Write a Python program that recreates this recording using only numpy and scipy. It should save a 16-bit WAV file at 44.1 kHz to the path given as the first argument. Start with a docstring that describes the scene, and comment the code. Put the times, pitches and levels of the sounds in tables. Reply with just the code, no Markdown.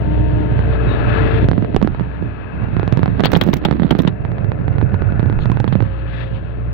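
"""A diesel excavator works a concrete crusher in an open yard: crankshaft orders, pump whine and shaped oil noise.
The left microphone port is open to it. A finger covers the right one: a filter and a short delay dull the machine.
Skin drags as lumpy noise and slips in pulses that ring the air pocket and knock the case.
The case creaks in clusters of decaying modes. The loudest thumps clip."""
import sys
import numpy as np
from scipy import signal
from scipy.fft import rfft, irfft, next_fast_len
from scipy.io import wavfile
from scipy.ndimage import map_coordinates

SR = 44100
rng = np.random.default_rng(int(sys.argv[2]) if len(sys.argv) > 2 else 0)


def put_to_file(sound):
    """Save the sound as 16-bit audio at rate SR, in the file named by the first command-line argument."""
    columns = np.atleast_2d(sound).T  # one column per channel
    safe = np.clip(columns, -1, 1)
    whole_steps = np.round(safe * 32767)
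    wavfile.write(sys.argv[1], SR, whole_steps.astype(np.int16))


N = 296793

# Levels in the tables are relative: the functions add mix gains. Spectra give shape.
# engine load, heavy while the arm comes down: (time [s], firing level [dB], casing roar level [dB])
ENGINE_LOAD = [(0, -15, -24), (.3, -16.5, -23), (.6, -18, -24), (1.0, -15.5, -19.5), (1.42, -16, -19.5),
               (1.53, -26, -27), (1.68, -27, -24.5), (1.85, -28, -36.5), (2.15, -29.5, -33),
               (3.22, -27, -29), (3.95, -29, -35), (4.3, -29, -28.5), (5.38, -26.5, -31.5),
               (5.72, -30.5, -40.5), (6.0, -23, -33), (6.73, -22, -32.5)]
# crankshaft speed: (time [s], frequency [Hz])
CRANK_SPEED = [(0, 29.65), (.25, 30.8), (.5, 30.4), (.78, 29.7), (1.05, 29.6), (1.35, 29.85), (1.9, 31.21),
               (2.3, 30.16), (3.2, 30.59), (4.05, 30.76), (4.35, 30), (4.85, 30.72), (5.4, 30.13),
               (5.9, 29.75), (6.35, 29.56), (6.73, 29.6)]
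# engine firing tones: (multiple of crankshaft speed [1], level [dB])
FIRING_ORDERS = [(2, 4), (3, -11), (4, -9), (5.5, -14), (6, -13)]
# gear tones: (multiple of crankshaft speed [1], level [dB])
GEAR_ORDERS = [(9, -5), (10, -4), (13.4, -9), (14, -7), (19.1, -10), (20, -5), (22.4, -8), (24, -10)]
# pumps and drive gears feeding a cylinder: (start [s], end [s], multiple of crankshaft speed [1], level [dB])
PUMP_WHINES = [(.14, .5, 10, -24.5), (1.02, 1.42, 10, -30), (.68, 1.4, 15, -25.5), (.08, .6, 30, -34.5),
               (1.38, 1.48, 30, -37), (2.03, 2.2, 30, -40), (4.3, 5.1, 18, -39), (5.88, 6.38, 18, -35.5)]
PUMP_RISE_S, PUMP_FALL_S = 0.14, 0.052
# the fan holds its own pitch; level relative to the casing roar curve
FAN_HZ, FAN_DB = 445, -11
# exhaust rumble spectrum: (frequency [Hz], density [dB per Hz])
RUMBLE_SPECTRUM = [(15, -70), (28, 10.5), (70, 8.5), (98, 19.5), (135, 10), (230, 10.5), (500, -61.5)]
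# rumble level over the roar curve where that is at FULL_ROAR_DB, and its growth
FULL_ROAR_DB, RUMBLE_OVER_DB, RUMBLE_DB_PER_ROAR_DB = -26.5, -0.5, 0.94
# casing roar spectrum: (frequency [Hz], density [dB per Hz])
ROAR_SPECTRUM = [(100, -10), (220, -9.5), (300, 12.5), (430, 3), (650, -0.5), (900, -11.5), (1200, -29.5),
                 (2000, -12.5), (4000, -75.5)]
# exhaust booms under load: (start [s], end [s], level [dB])
BOOMS = [(0.22, 0.372, -21.5), (.62, 0.774, -19.5), (1.24, 1.46, -18.5), (2.572, 2.637, -26),
         (4.956, 5.548, -27.5)]
BOOM_HZ, BOOM_WANDER_HZ, BOOM_FADE_S = 92.12, 2.45, .09
# oil flow through the valves: (time [s], hiss level [dB], jet sizzle level relative to the hiss [dB])
OIL_FLOW = [(0, -39.5, -11.5), (.45, -36.5, -13), (1.2, -23, -18), (1.4, -30, -17.5), (1.53, -43.5, -9),
            (2.1, -38.5, -17.5), (2.83, -35.5, -22.5), (3.9, -45, -14), (4.2, -41.5, -22),
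            (5.35, -38.5, -24), (5.85, -41, -15), (6.08, -37, -14), (6.35, -41.5, -11), (6.73, -42, -19)]
# oil hiss spectrum: (frequency [Hz], density [dB per Hz])
HISS_SPECTRUM = [(400, -21), (800, 0.5), (1100, 1), (1400, -4), (1720, -3), (2100, -7.5), (2650, -9),
                 (3000, -26), (4200, -29), (5400, -49.5), (8000, -74)]
# oil jet sizzle spectrum: (frequency [Hz], density [dB per Hz])
SIZZLE_SPECTRUM = [(1800, -13.5), (2900, 3), (4300, -8.5), (5000, -25), (6000, -33.5), (8000, -57.5),
                   (15000, -63)]
# valve block resonances: (frequency [Hz], level [dB])
VALVE_MODES = [(1290, -2.5), (1420, -3.5), (1570, -4), (1700, -1), (2590, -7), (2740, -12)]
VALVE_DB = -1.5  # relative to the hiss curve
# oil surges through the valves: (start [s], end [s], level [dB])
SURGES = [(1.08, 1.381, -36.5), (1.335, 1.376, -32), (2.81, 3.196, -47.5), (6.138, 6.16, -34.5),
          (6.211, 6.223, -38)]
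# oil surge spectrum: (frequency [Hz], density [dB per Hz])
SURGE_SPECTRUM = [(700, -16), (1750, 5.5), (2200, -2.5), (2650, 1), (3000, -10), (3500, -3.5), (4200, -14),
                  (5200, -29.5), (8000, -56.5)]
# the rise is a fixed time plus a share of the surge's length
SURGE_RISE_S, SURGE_RISE_SHARE, SURGE_FALL_S = .035, .7, .09
# steel scraping in the jaws: (time [s], length [s], frequency [Hz], width [Hz], level [dB])
SCRAPES = [(0.86, 0.12, 3810, 280, -40), (4.492, 1.25, 1455, 169.3, -38.5),
           (5.392, 0.058, 3530, 1800, -41.5), (5.393, 0.073, 6030, 2360, -63)]
# arm shudders as the jaws bear down: (start [s], end [s], level [dB])
SHUDDERS = [(1.796, 1.834, -25.5), (5.342, 5.49, -26)]
SHUDDER_HZ = 29.3
# transmission into the covered port: (frequency [Hz], gain [dB])
COVERED_PORT = [(30, -22.5), (60, -1), (95, 1.5), (122, 10), (170, -7), (240, -9), (450, -17.5),
                (900, -14.5), (1700, -19), (4300, -19), (6000, -7)]
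# air pocket under the finger, higher under pressure: (time [s], frequency [Hz])
AIR_POCKET = [(0, 119.9), (1.4, 130.5), (1.6, 164.6), (1.8, 174.1), (2.9, 129), (3.3, 173.2), (4, 189.8),
              (4.3, 101), (5.2, 105.6), (5.6, 122.3)]
# finger drags across the port: (start [s], end [s], level [dB])
DRAGS = [(0.041, 1.348, -20), (1.436, 1.986, -19), (2.221, 2.24, -21.5), (2.574, 2.864, -19),
         (2.89, 3.525, -17.5), (3.635, 4.079, -18.5), (4.254, 4.583, -19), (4.698, 5.8, -16.5),
         (6.346, 6.402, -24), (6.715, 6.75, -22.5)]
DRAG_RISE_S, DRAG_FALL_S, RESTING_DB = 0.09, 0.17, -30.5
# skin friction spectrum: (frequency [Hz], density [dB per Hz])
FRICTION_SPECTRUM = [(20, -17), (50, -15), (100, -0.5), (130, -1.5), (200, -13.5), (330, -28.5),
                     (700, -32.5), (4000, -92.5)]
# tiny slips: rate per unit gain of drag above resting, level at zero pressure, change per unit pressure
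TINY_PER_S, TINY_DB, TINY_PRESS_DB = 560, 5, -11.5
# strong slips of the skin: (time [s], snap level [dB], thump level [dB])
STRONG_SLIPS = [(0.592, -17, 0.5), (1.428, -28.5, 1), (1.443, -20.5, 0), (1.487, -9.5, 5),
                (1.5145, -11, -0.5), (1.533, -18, -2.5), (1.5795, -18, 2), (1.6248, -21, -2),
                (1.647, -18, -9.5), (1.7463, -15.5, 0), (1.7641, 0, -4.5), (1.816, -16, -4.5),
                (1.827, -10.5, 5.5), (1.847, -23, 0.5), (1.8747, -12, -8), (1.9477, -21.5, -22),
                (1.997, -18, -21), (2.009, -25.5, -1.5), (2.2251, -32, -2.5), (2.7671, -16.5, 0),
                (2.7966, -13.5, -4), (2.831, -16, -1.5), (2.878, -11.5, -1.5), (2.9253, -8.5, 7),
                (2.9732, -11, 2.5), (2.993, -16.5, 1), (3.0315, -10, 1.5), (3.0591, -12, -6),
                (3.079, -17, -2), (3.1963, -12.5, 0.5), (3.2059, -7, 1), (3.237, -6.5, 3),
                (3.257, -2.5, -5), (3.333, 0, 4), (3.3466, -12, 0), (3.364, -9.5, 10.5),
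                (3.4157, -11, -3.5), (3.4256, -17.5, -3.5), (3.4653, -30, 1), (3.4763, -22.5, 0.5),
                (3.4885, -15.5, 4), (3.5346, -11, 0.5), (3.654, 3.5, 2), (3.6859, -17, -3),
                (3.7114, -8.5, 0), (3.7259, -17.5, -2), (3.7978, -15, -1), (3.8206, -22.5, 2),
                (3.8336, -20, -5), (3.8467, -35, 2), (3.9102, -0.5, 5), (3.9254, -16, 0),
                (3.9514, -14.5, -2.5), (3.99, -19.5, 5), (4.0021, -14, 1), (4.0502, -20.5, 2),
                (4.0775, -6.5, 2), (4.2507, -17, -6.5), (4.318, -22, -10), (4.3831, -20.5, -9),
                (4.4453, -22, -5), (4.5187, -15, -3), (4.6809, -17.5, -4), (4.7835, -17.5, -1.5),
                (4.814, -16, -7), (4.8265, -29.5, 4.5), (4.9431, -17.5, -13), (5.021, -17.5, -1),
                (5.123, -20.5, -2.5), (5.1954, -15.5, 3.5), (5.2045, -22, -10), (5.229, -22, 3),
                (5.26, -22.5, 1), (5.2989, -17, 0), (5.3265, -20.5, -3), (5.39, -18, -7.5),
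                (5.4572, -13.5, -4), (5.4994, -18, 3.5), (5.5176, -10, -2.5), (5.572, -16, -5),
                (5.6016, -7.5, 1.5), (5.6431, -14, 1), (5.678, -15, -0.5), (5.726, -14, 2.5),
                (5.7542, -15, 3.5), (5.805, -14.5, 1), (5.8243, -18.5, 2)]
# snap filter: (frequency [Hz], response [dB])
SNAP_SPECTRUM = [(60, -19.5), (250, 14.5), (500, 12), (1000, 5.5), (2000, 0), (3000, -12), (4400, -22),
                 (6200, -45), (9000, -75.5), (16000, -72)]
# small slips while the skin grips: span, median rate, then levels relative to the drag
GRIP_START_S, GRIP_END_S = 1.45, 5.85
SMALL_PER_S, SMALL_SNAP_DB, SMALL_THUMP_DB, SMALL_SPREAD_DB = 26, -13, 4, 3
PRESS_THUMP_DB = 3.5  # extra thump per unit pressure
STICK_S = .02  # no small slip this close to a strong one
# shove pitch over the pocket's before scatter; ring settings at zero pressure
SHOVE_RATIO, SHOVE_T60_S, RING_DB, RING_T60_S = 1.493, 0.017, -3, 0.062
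# skin pulls on the trapped air before release; level relative to the snap's table level
PULL_DB, PULL_S = -5, 0.0045
LEAK_HZ = 57  # air leaking from under the finger loses slow pressure changes
# case knock modes: (frequency [Hz], level [dB])
KNOCK_MODES = [(400, 1.5), (790, 0), (1080, -10), (1500, -10.5)]
# level relative to the snap's table level; scatter is in log frequency
KNOCK_DB, KNOCK_T60_S, KNOCK_SCATTER = -7, .03, .12
# skin skids in the hardest rubbing
SKID_START_S, SKID_END_S = 3.18, 4.1
# skid grains: mean rate, level relative to the drag, scatter
CRUNCH_PER_S, CRUNCH_DB, CRUNCH_SPREAD_DB = 450, -9.5, 4.5
# crunch filter: (frequency [Hz], response [dB])
CRUNCH_SPECTRUM = [(100, -22), (330, 9), (480, 1), (800, -6), (1300, -9), (4200, -25), (7500, -75)]
# sharp case creaks: (time [s], tick level [dB], ring frequency [Hz], ring level [dB])
CREAKS = [(3.2375, -11.5, 3150, -11.5), (3.248, -10.5, 3400, -23), (3.256, -14, 4080, -12),
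          (3.267, -16.5, 3930, -19), (3.3523, -13.5, 3670, -15), (3.4124, -8.5, 3250, -10.5),
          (3.5319, -14.5, 2050, -19), (3.6507, -13, 3590, -15.5), (3.8323, -29, 3600, -29.5),
          (3.907, -18, 3260, -18.5), (3.9923, -22, 3300, -24.5), (4.0746, -18, 3240, -18),
          (5.6792, -29.5, 3520, -31), (5.73, -27.5, 3310, -33.5)]
CREAK_MODES, CREAK_SPREAD, CREAK_RISE_S, CREAK_T60_S = 6, .09, .0003, .042  # spread in log frequency
# case tick filter: (frequency [Hz], response [dB])
CASE_SPECTRUM = [(300, -4), (1000, 4.5), (2400, -1.5), (3200, 1.5), (4200, -4), (5200, -25), (7000, -39.5),
                 (15500, -47)]
# scuffs right across the port: (time [s], level [dB])
SCUFFS = [(3.256, -11), (3.318, -16), (3.37, -17.5), (3.413, -15), (3.437, -23.5), (3.538, -14.5),
          (3.569, -25.5), (3.651, -22.5), (3.909, -26), (3.988, -23), (4.02, -28.5)]
# scuff filter: (frequency [Hz], response [dB])
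SCUFF_SPECTRUM = [(500, 13.5), (2000, 8), (4000, 0), (6000, -5.5), (9500, -20), (12000, -13.5), (14800, -1),
                  (16500, -12)]
# skin slides over the port in a fine crackle: (start [s], end [s], grain level [dB])
SLIDES = [(3.293, 3.584, -40), (3.95, 4.073, -48)]
GRAINS_PER_S, GRAIN_SPREAD_DB = 90, 3.5
CLIP_TOP, CLIP_KNEE, TOP_HZ = .92, 8, 16400


def amp(db):
    """Decibels to gain."""
    return 10 ** (np.asarray(db) / 20)


def unit(x):
    """Scale to rms 1."""
    return x / np.sqrt(np.mean(x ** 2) + 1e-20)


def along(points, hz):
    """Interpolate (frequency [Hz], value) points on a log axis."""
    f, v = np.transpose(points)
    return np.interp(np.log(hz + 1), np.log(f + 1), v)


def curves(rows):
    """One value per sample for each column after the time."""
    time_s, *columns = np.transpose(rows)
    return [np.interp(np.arange(N) / SR, time_s, column) for column in columns]


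def wobble(rate_hz):
    """A smooth random curve with rate_hz knots a second."""
    knots = rng.standard_normal(int(N * rate_hz / SR) + 4)
    return map_coordinates(knots, [np.arange(N) * rate_hz / SR])


def phase_of(hz):
    """Integrate a frequency curve to radians."""
    return 2 * np.pi * np.cumsum(hz) / SR


def response(spectrum, size=8192):
    """Minimum-phase impulse response with this spectrum, by folding the cepstrum."""
    cepstrum = irfft(np.log(amp(along(spectrum, np.fft.rfftfreq(size, 1 / SR)))))
    cepstrum[1:size // 2] *= 2
    cepstrum[size // 2 + 1:] = 0
    return irfft(np.exp(rfft(cepstrum)))


def colour(x, spectrum):
    """Pass x through a causal filter with this spectrum."""
    return signal.fftconvolve(x, response(spectrum))[:N]


def noise(spectrum):
    """Coloured noise of rms 1."""
    return unit(colour(rng.standard_normal(N), spectrum))


def field(spectrum, shared):
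    """Noise at two ports, with a share of its power common to both."""
    common = np.sqrt(shared) * noise(spectrum)
    return common + np.sqrt(1 - shared) * np.array([noise(spectrum), noise(spectrum)])


def narrow(hz, width_hz):
    """Noise of rms 1 in a band round a frequency, which may move."""
    phase = phase_of(hz * np.ones(N))
    return unit(wobble(width_hz) * np.cos(phase) + wobble(width_hz) * np.sin(phase))


def held(start_s, end_s, rise_s, fall_s):
    """Envelope that rises to 1 by start_s, holds until end_s and falls."""
    t = np.arange(N) / SR
    return np.clip(np.minimum(1 + (t - start_s) / rise_s, 1 - (t - end_s) / fall_s), 0, 1)


def add(track, time_s, sound):
    """Mix a sound into a track."""
    part = track[max(0, round(time_s * SR)):][:len(sound)]
    part += sound[:len(part)]


def orders(angle, table, flutter_db):
    """Tones locked to a rotation, each fluttering on its own; rms 1 in all."""
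    total = np.zeros(N)
    for multiple, db in table:
        level = amp(db + flutter_db * wobble(7.4))
        phase = multiple * angle + 0.12 * wobble(12) + rng.uniform(0, 2 * np.pi)
        total += level * np.sin(phase)
    return unit(total)


def engine(angle, beat):
    """Firing and gear orders of the crankshaft, with exhaust rumble and pulsed casing roar."""
    firing_db, roar_db = curves(ENGINE_LOAD)
    rumble_db = FULL_ROAR_DB + RUMBLE_OVER_DB + RUMBLE_DB_PER_ROAR_DB * (roar_db - FULL_ROAR_DB)
    firing = amp(firing_db) * orders(angle, FIRING_ORDERS, flutter_db=2.5)
    gears = amp(roar_db - 4.5) * orders(angle, GEAR_ORDERS, flutter_db=2)
    # the rumble barely gets past the finger
    rumble = amp(rumble_db + wobble(5.4)) * amp([[0], [-9]]) * field(RUMBLE_SPECTRUM, shared=0.21)
    roar = amp(roar_db - 3.5) * (1 + 0.8 * beat) * field(ROAR_SPECTRUM, shared=0.069)
    return firing + gears + rumble + roar


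def fan():
    """A cooling-fan tone off the crankshaft's pitch, as loud as the load allows."""
    angle = phase_of(FAN_HZ * (1 + .004 * wobble(3)))
    return amp(curves(ENGINE_LOAD)[1] + FAN_DB) * orders(angle, [(1, 0)], flutter_db=1.5)


def pumps(angle):
    """Pumps and drive gears whine at crankshaft orders while they feed a cylinder."""
    total = np.zeros(N)
    for start_s, end_s, multiple, db in PUMP_WHINES:
        envelope = amp(db) * held(start_s, end_s, PUMP_RISE_S, PUMP_FALL_S)
        total += envelope * orders(angle, [(round(multiple), 0)], flutter_db=1.5)
    return total


def oil_hiss(beat):
    """Turbulent oil hisses and its jets sizzle, pulsed slightly by the engine."""
    hiss_db, sizzle_db = curves(OIL_FLOW)
    hiss = field(HISS_SPECTRUM, shared=0.065)
    sizzle = amp(sizzle_db + 3.5 + 0.67 * wobble(25)) * field(SIZZLE_SPECTRUM, shared=0.2)
    return (hiss + sizzle) * amp(hiss_db + 1.2 * wobble(27)) * (1 + 0.14 * beat)


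def valve():
    """Turbulent oil excites a few resonances, each swelling on its own."""
    song = sum(amp(db + 2 * wobble(11)) * narrow(hz, width_hz=130) for hz, db in VALVE_MODES)
    return amp(curves(OIL_FLOW)[0] + VALVE_DB) * unit(song)


def pressure(pocket_hz):
    """How hard the finger presses, 0-0.9, from the pitch of the air pocket."""
    return np.clip((pocket_hz - 120) / 70, 0, .9)


def dragging():
    """How strongly the skin drags, as a gain: strokes over a resting finger."""
    strokes = [amp(db) * held(start_s, end_s, DRAG_RISE_S, DRAG_FALL_S) for start_s, end_s, db in DRAGS]
    return np.maximum(amp(RESTING_DB), np.max(strokes, axis=0))


def rubbing():
    """Skin drags in uneven lumps, with more pocket-pitched noise under pressure, and tiny slips."""
    drag = dragging()
    pocket_hz = curves(AIR_POCKET)[0]
    press = pressure(pocket_hz)
    loose = np.sqrt(1 - press) * noise(FRICTION_SPECTRUM)
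    tight = 0.51 * np.sqrt(press) * narrow(1.2 * pocket_hz, width_hz=260)
    lumps = unit(amp(2.3 * wobble(45)) * (loose + tight))
    # tiny slips come thicker in a stronger drag, weaker under pressure
    rate_hz = TINY_PER_S * (drag - amp(RESTING_DB)) * (np.arange(N) < GRIP_END_S * SR)
    tiny_db = TINY_DB + TINY_PRESS_DB * press + 3.2 * rng.standard_normal(N)
    tiny = (rng.random(N) < rate_hz / SR) * amp(tiny_db)
    return drag * (amp(3.0) * lumps + colour(tiny, SNAP_SPECTRUM))


def booms():
    """The exhaust booms under load in a narrow, wandering band."""
    level = sum(amp(db) * held(start_s, end_s, BOOM_FADE_S, BOOM_FADE_S) for start_s, end_s, db in BOOMS)
    angle = phase_of(BOOM_HZ + BOOM_WANDER_HZ * wobble(10))
    return level * orders(angle, [(1, 0)], flutter_db=4)


def excavator():
    """Engine, fan, pumps, oil and exhaust booms as they arrive at the two ports."""
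    angle = phase_of(curves(CRANK_SPEED)[0] * (1 + 0.0012 * wobble(7)))
    beat = np.cos(3 * angle)  # six cylinders fire three times a turn
    machine = engine(angle, beat) + fan() + pumps(angle) + oil_hiss(beat)
    return machine + amp([[0], [-6]]) * booms()


def slips(events):
    """Each slip pulls, snaps, shoves the trapped air and rings the pocket; in a skid it stutters on."""
    snaps, thumps = np.zeros(N), np.zeros(N)
    release = signal.windows.blackman(18)
    ramp = np.linspace(0, 1, round(PULL_S * SR))
    pull = -np.convolve(ramp, release / release.sum())[:-len(release) // 4]
    t = np.arange(SR // 5) / SR
    scatter = rng.standard_normal((len(events), 2))
    for (time_s, snap_db, thump_db), (shove_scatter, ring_scatter) in zip(events, scatter):
        pocket_hz = np.interp(time_s, *np.transpose(AIR_POCKET))
        press = pressure(pocket_hz)
        shove_hz = SHOVE_RATIO * pocket_hz * np.exp(0.32 * shove_scatter)
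        shove = amp(-60 * t / SHOVE_T60_S) * np.cos(2 * np.pi * shove_hz * t)
        # a firm finger drives the pocket harder and damps it sooner
        ring_t60_s = RING_T60_S * (1 - 0.26 * press)
        ring_hz = pocket_hz * np.exp(0.13 * ring_scatter)
        ring = amp(RING_DB + 2.6 * press - 60 * t / ring_t60_s) * np.cos(2 * np.pi * ring_hz * t)
        onset = (1 - np.exp(-t / 0.00068)) ** 2
        add(thumps, time_s, amp(thump_db + 1.5) * (shove + ring) * onset)
        rate_hz = 600 * press * (SKID_START_S < time_s < SKID_END_S)
        hits = (rng.random(len(t)) < rate_hz / SR) * rng.standard_normal(len(t))
        stutter = hits * amp(-2.0 - 60 * t / 0.024)
        stutter[0] = 1
        add(snaps, time_s, amp(snap_db + 22.5) * stutter)
        add(thumps, time_s - len(pull) / SR, amp(snap_db + PULL_DB) * pull)
    leak = signal.butter(1, LEAK_HZ, "highpass", fs=SR)
    return signal.lfilter(*leak, thumps) + colour(snaps, SNAP_SPECTRUM)


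def knocks(events):
    """Each slip rings the case's modes briefly, with scattered pitch: rows (time [s], level [dB])."""
    track = np.zeros(N)
    t = np.arange(SR // 10) / SR
    scatter = rng.standard_normal((len(events), len(KNOCK_MODES), 2))
    for (time_s, db), chances in zip(events, scatter):
        ring = np.zeros(len(t))
        for (hz, mode_db), (level_scatter, pitch_scatter) in zip(KNOCK_MODES, chances):
            mode_hz = hz * np.exp(KNOCK_SCATTER * pitch_scatter)
            ring += amp(mode_db + 2 * level_scatter) * np.sin(2 * np.pi * mode_hz * t)
        add(track, time_s, amp(db + KNOCK_DB - 60 * t / KNOCK_T60_S) * ring)
    return track


def bursts(events, spectrum, t60_s, tail_db):
    """A sharp tick with a short gritty tail for each event."""
    track = np.zeros(N)
    t = np.arange(SR // 20) / SR
    for time_s, db in events:
        rough = rng.standard_normal(len(t)) * np.exp(.5 * rng.standard_normal(len(t)))
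        grit = amp(tail_db - 60 * t / t60_s) * rough
        grit[0] = 1
        add(track, time_s, amp(db) * grit)
    return colour(track, spectrum)


def scrapes():
    """Rough squeals and groans of steel: narrow noise under half-sine swells."""
    t = np.arange(N) / SR
    squeals = np.zeros(N)
    for time_s, length_s, hz, width_hz, db in SCRAPES:
        swell = np.sin(np.pi * np.clip((t - time_s) / length_s, 0, 1))
        squeals += amp(db) * swell * narrow(hz, width_hz)
    return squeals * amp(1.5 * wobble(220))


def surges():
    """Oil spurts unevenly as the valves open wider."""
    level = np.zeros(N)
    for start_s, end_s, db in SURGES:
        rise_s = SURGE_RISE_S + SURGE_RISE_SHARE * (end_s - start_s)
        level += amp(db) * held(start_s, end_s, rise_s, SURGE_FALL_S)
    return level * amp(3.9 * wobble(70)) * field(SURGE_SPECTRUM, shared=0.15)


def small_slips():
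    """Stick and slip at an uneven rate, louder with drag: rows (time [s], snap [dB], thump [dB])."""
    drag_db = 20 * np.log10(dragging())
    press = pressure(curves(AIR_POCKET)[0])
    chance = rng.standard_normal((400, 3))
    times_s = GRIP_START_S + np.cumsum(np.exp(.5 * chance[:, 0])) / SMALL_PER_S
    strong_s = np.transpose(STRONG_SLIPS)[0]
    rows = []
    for time_s, (snap_scatter, thump_scatter) in zip(times_s, SMALL_SPREAD_DB * chance[:, 1:]):
        if time_s < GRIP_END_S and np.abs(strong_s - time_s).min() > STICK_S:
            i = round(time_s * SR)
            snap_db = drag_db[i] + SMALL_SNAP_DB + snap_scatter
            thump_db = drag_db[i] + SMALL_THUMP_DB + PRESS_THUMP_DB * press[i] + thump_scatter
            rows.append((time_s, snap_db, thump_db))
    return rows


def shudder():
    """A deep tremor of the arm, alike at both ports."""
    level = sum(amp(db) * held(start_s, end_s, DRAG_RISE_S, DRAG_FALL_S) for start_s, end_s, db in SHUDDERS)
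    return level * narrow(SHUDDER_HZ, width_hz=18)


def crunch():
    """Skidding skin sheds a dense run of dull grains."""
    hits = (rng.random(N) < CRUNCH_PER_S / SR) * rng.choice([-1, 1], N)
    grains = hits * amp(CRUNCH_SPREAD_DB * rng.standard_normal(N))
    skid = dragging() * held(SKID_START_S, SKID_END_S, 0.014, 0.016)
    return amp(CRUNCH_DB) * skid * unit(colour(grains, CRUNCH_SPECTRUM))


def creaks():
    """Each creak rings a cluster of close modes, pitched by where the case is squeezed."""
    track = np.zeros(N)
    t = np.arange(SR // 10) / SR
    chances = rng.standard_normal((len(CREAKS), 2, CREAK_MODES, 1))
    for (time_s, _, hz, db), (detune, phase) in zip(CREAKS, chances):
        cycles = hz * np.exp(CREAK_SPREAD * detune) * t + phase
        ring = np.sin(2 * np.pi * cycles).sum(axis=0) / np.sqrt(CREAK_MODES)
        onset = (1 - np.exp(-t / CREAK_RISE_S)) ** 2
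        add(track, time_s, amp(db - 60 * t / CREAK_T60_S) * onset * ring)
    return track


def slide_grains():
    """Tiny scuffs at random moments of each slide: rows (time [s], level [dB])."""
    rows = []
    for start_s, end_s, db in SLIDES:
        waits, sizes = rng.exponential(size=80), rng.standard_normal(80)
        times_s = start_s + np.cumsum(waits) / GRAINS_PER_S
        rows += [(s, db + GRAIN_SPREAD_DB * size) for s, size in zip(times_s, sizes) if s < end_s]
    return rows


def scene():
    """The open port hears the machine; the covered one hears it late and dull, under the finger."""
    left, right = excavator() + valve() + surges() + scrapes()
    rub = rubbing()
    every_slip = list(STRONG_SLIPS) + small_slips()
    snap_levels = [row[:2] for row in every_slip]
    finger = slips(every_slip) + crunch() + knocks(snap_levels)
    slip_ticks = bursts(snap_levels, CASE_SPECTRUM, t60_s=0.036, tail_db=-25.5)
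    creak_ticks = bursts([row[:2] for row in CREAKS], CASE_SPECTRUM, t60_s=0.04, tail_db=-22)
    scuffs = bursts(list(SCUFFS) + slide_grains(), SCUFF_SPECTRUM, t60_s=0.017, tail_db=-7.5)
    left = left + creaks() + amp(25) * creak_ticks + amp(4.0) * slip_ticks
    left = left + amp(-35.0) * finger + amp(-11.0) * scuffs
    covered = np.pad(colour(right, COVERED_PORT), (22, 0))[:N]  # 0.5 ms late
    right = covered + rub + finger + amp(2.0) * creak_ticks + amp(8.0) * scuffs
    return np.array([left, right]) + shudder()


def record(dry):
    """Overload flattens the peaks, then the band limit rounds the corners."""
    clipped = dry / (1 + np.abs(dry / CLIP_TOP) ** CLIP_KNEE) ** (1 / CLIP_KNEE)
    size = next_fast_len(N + 4096)
    passband = np.fft.rfftfreq(size, 1 / SR) < TOP_HZ
    return irfft(rfft(clipped, size) * passband, size)[:, :N]


dry = scene()
out = record(dry)
put_to_file(out)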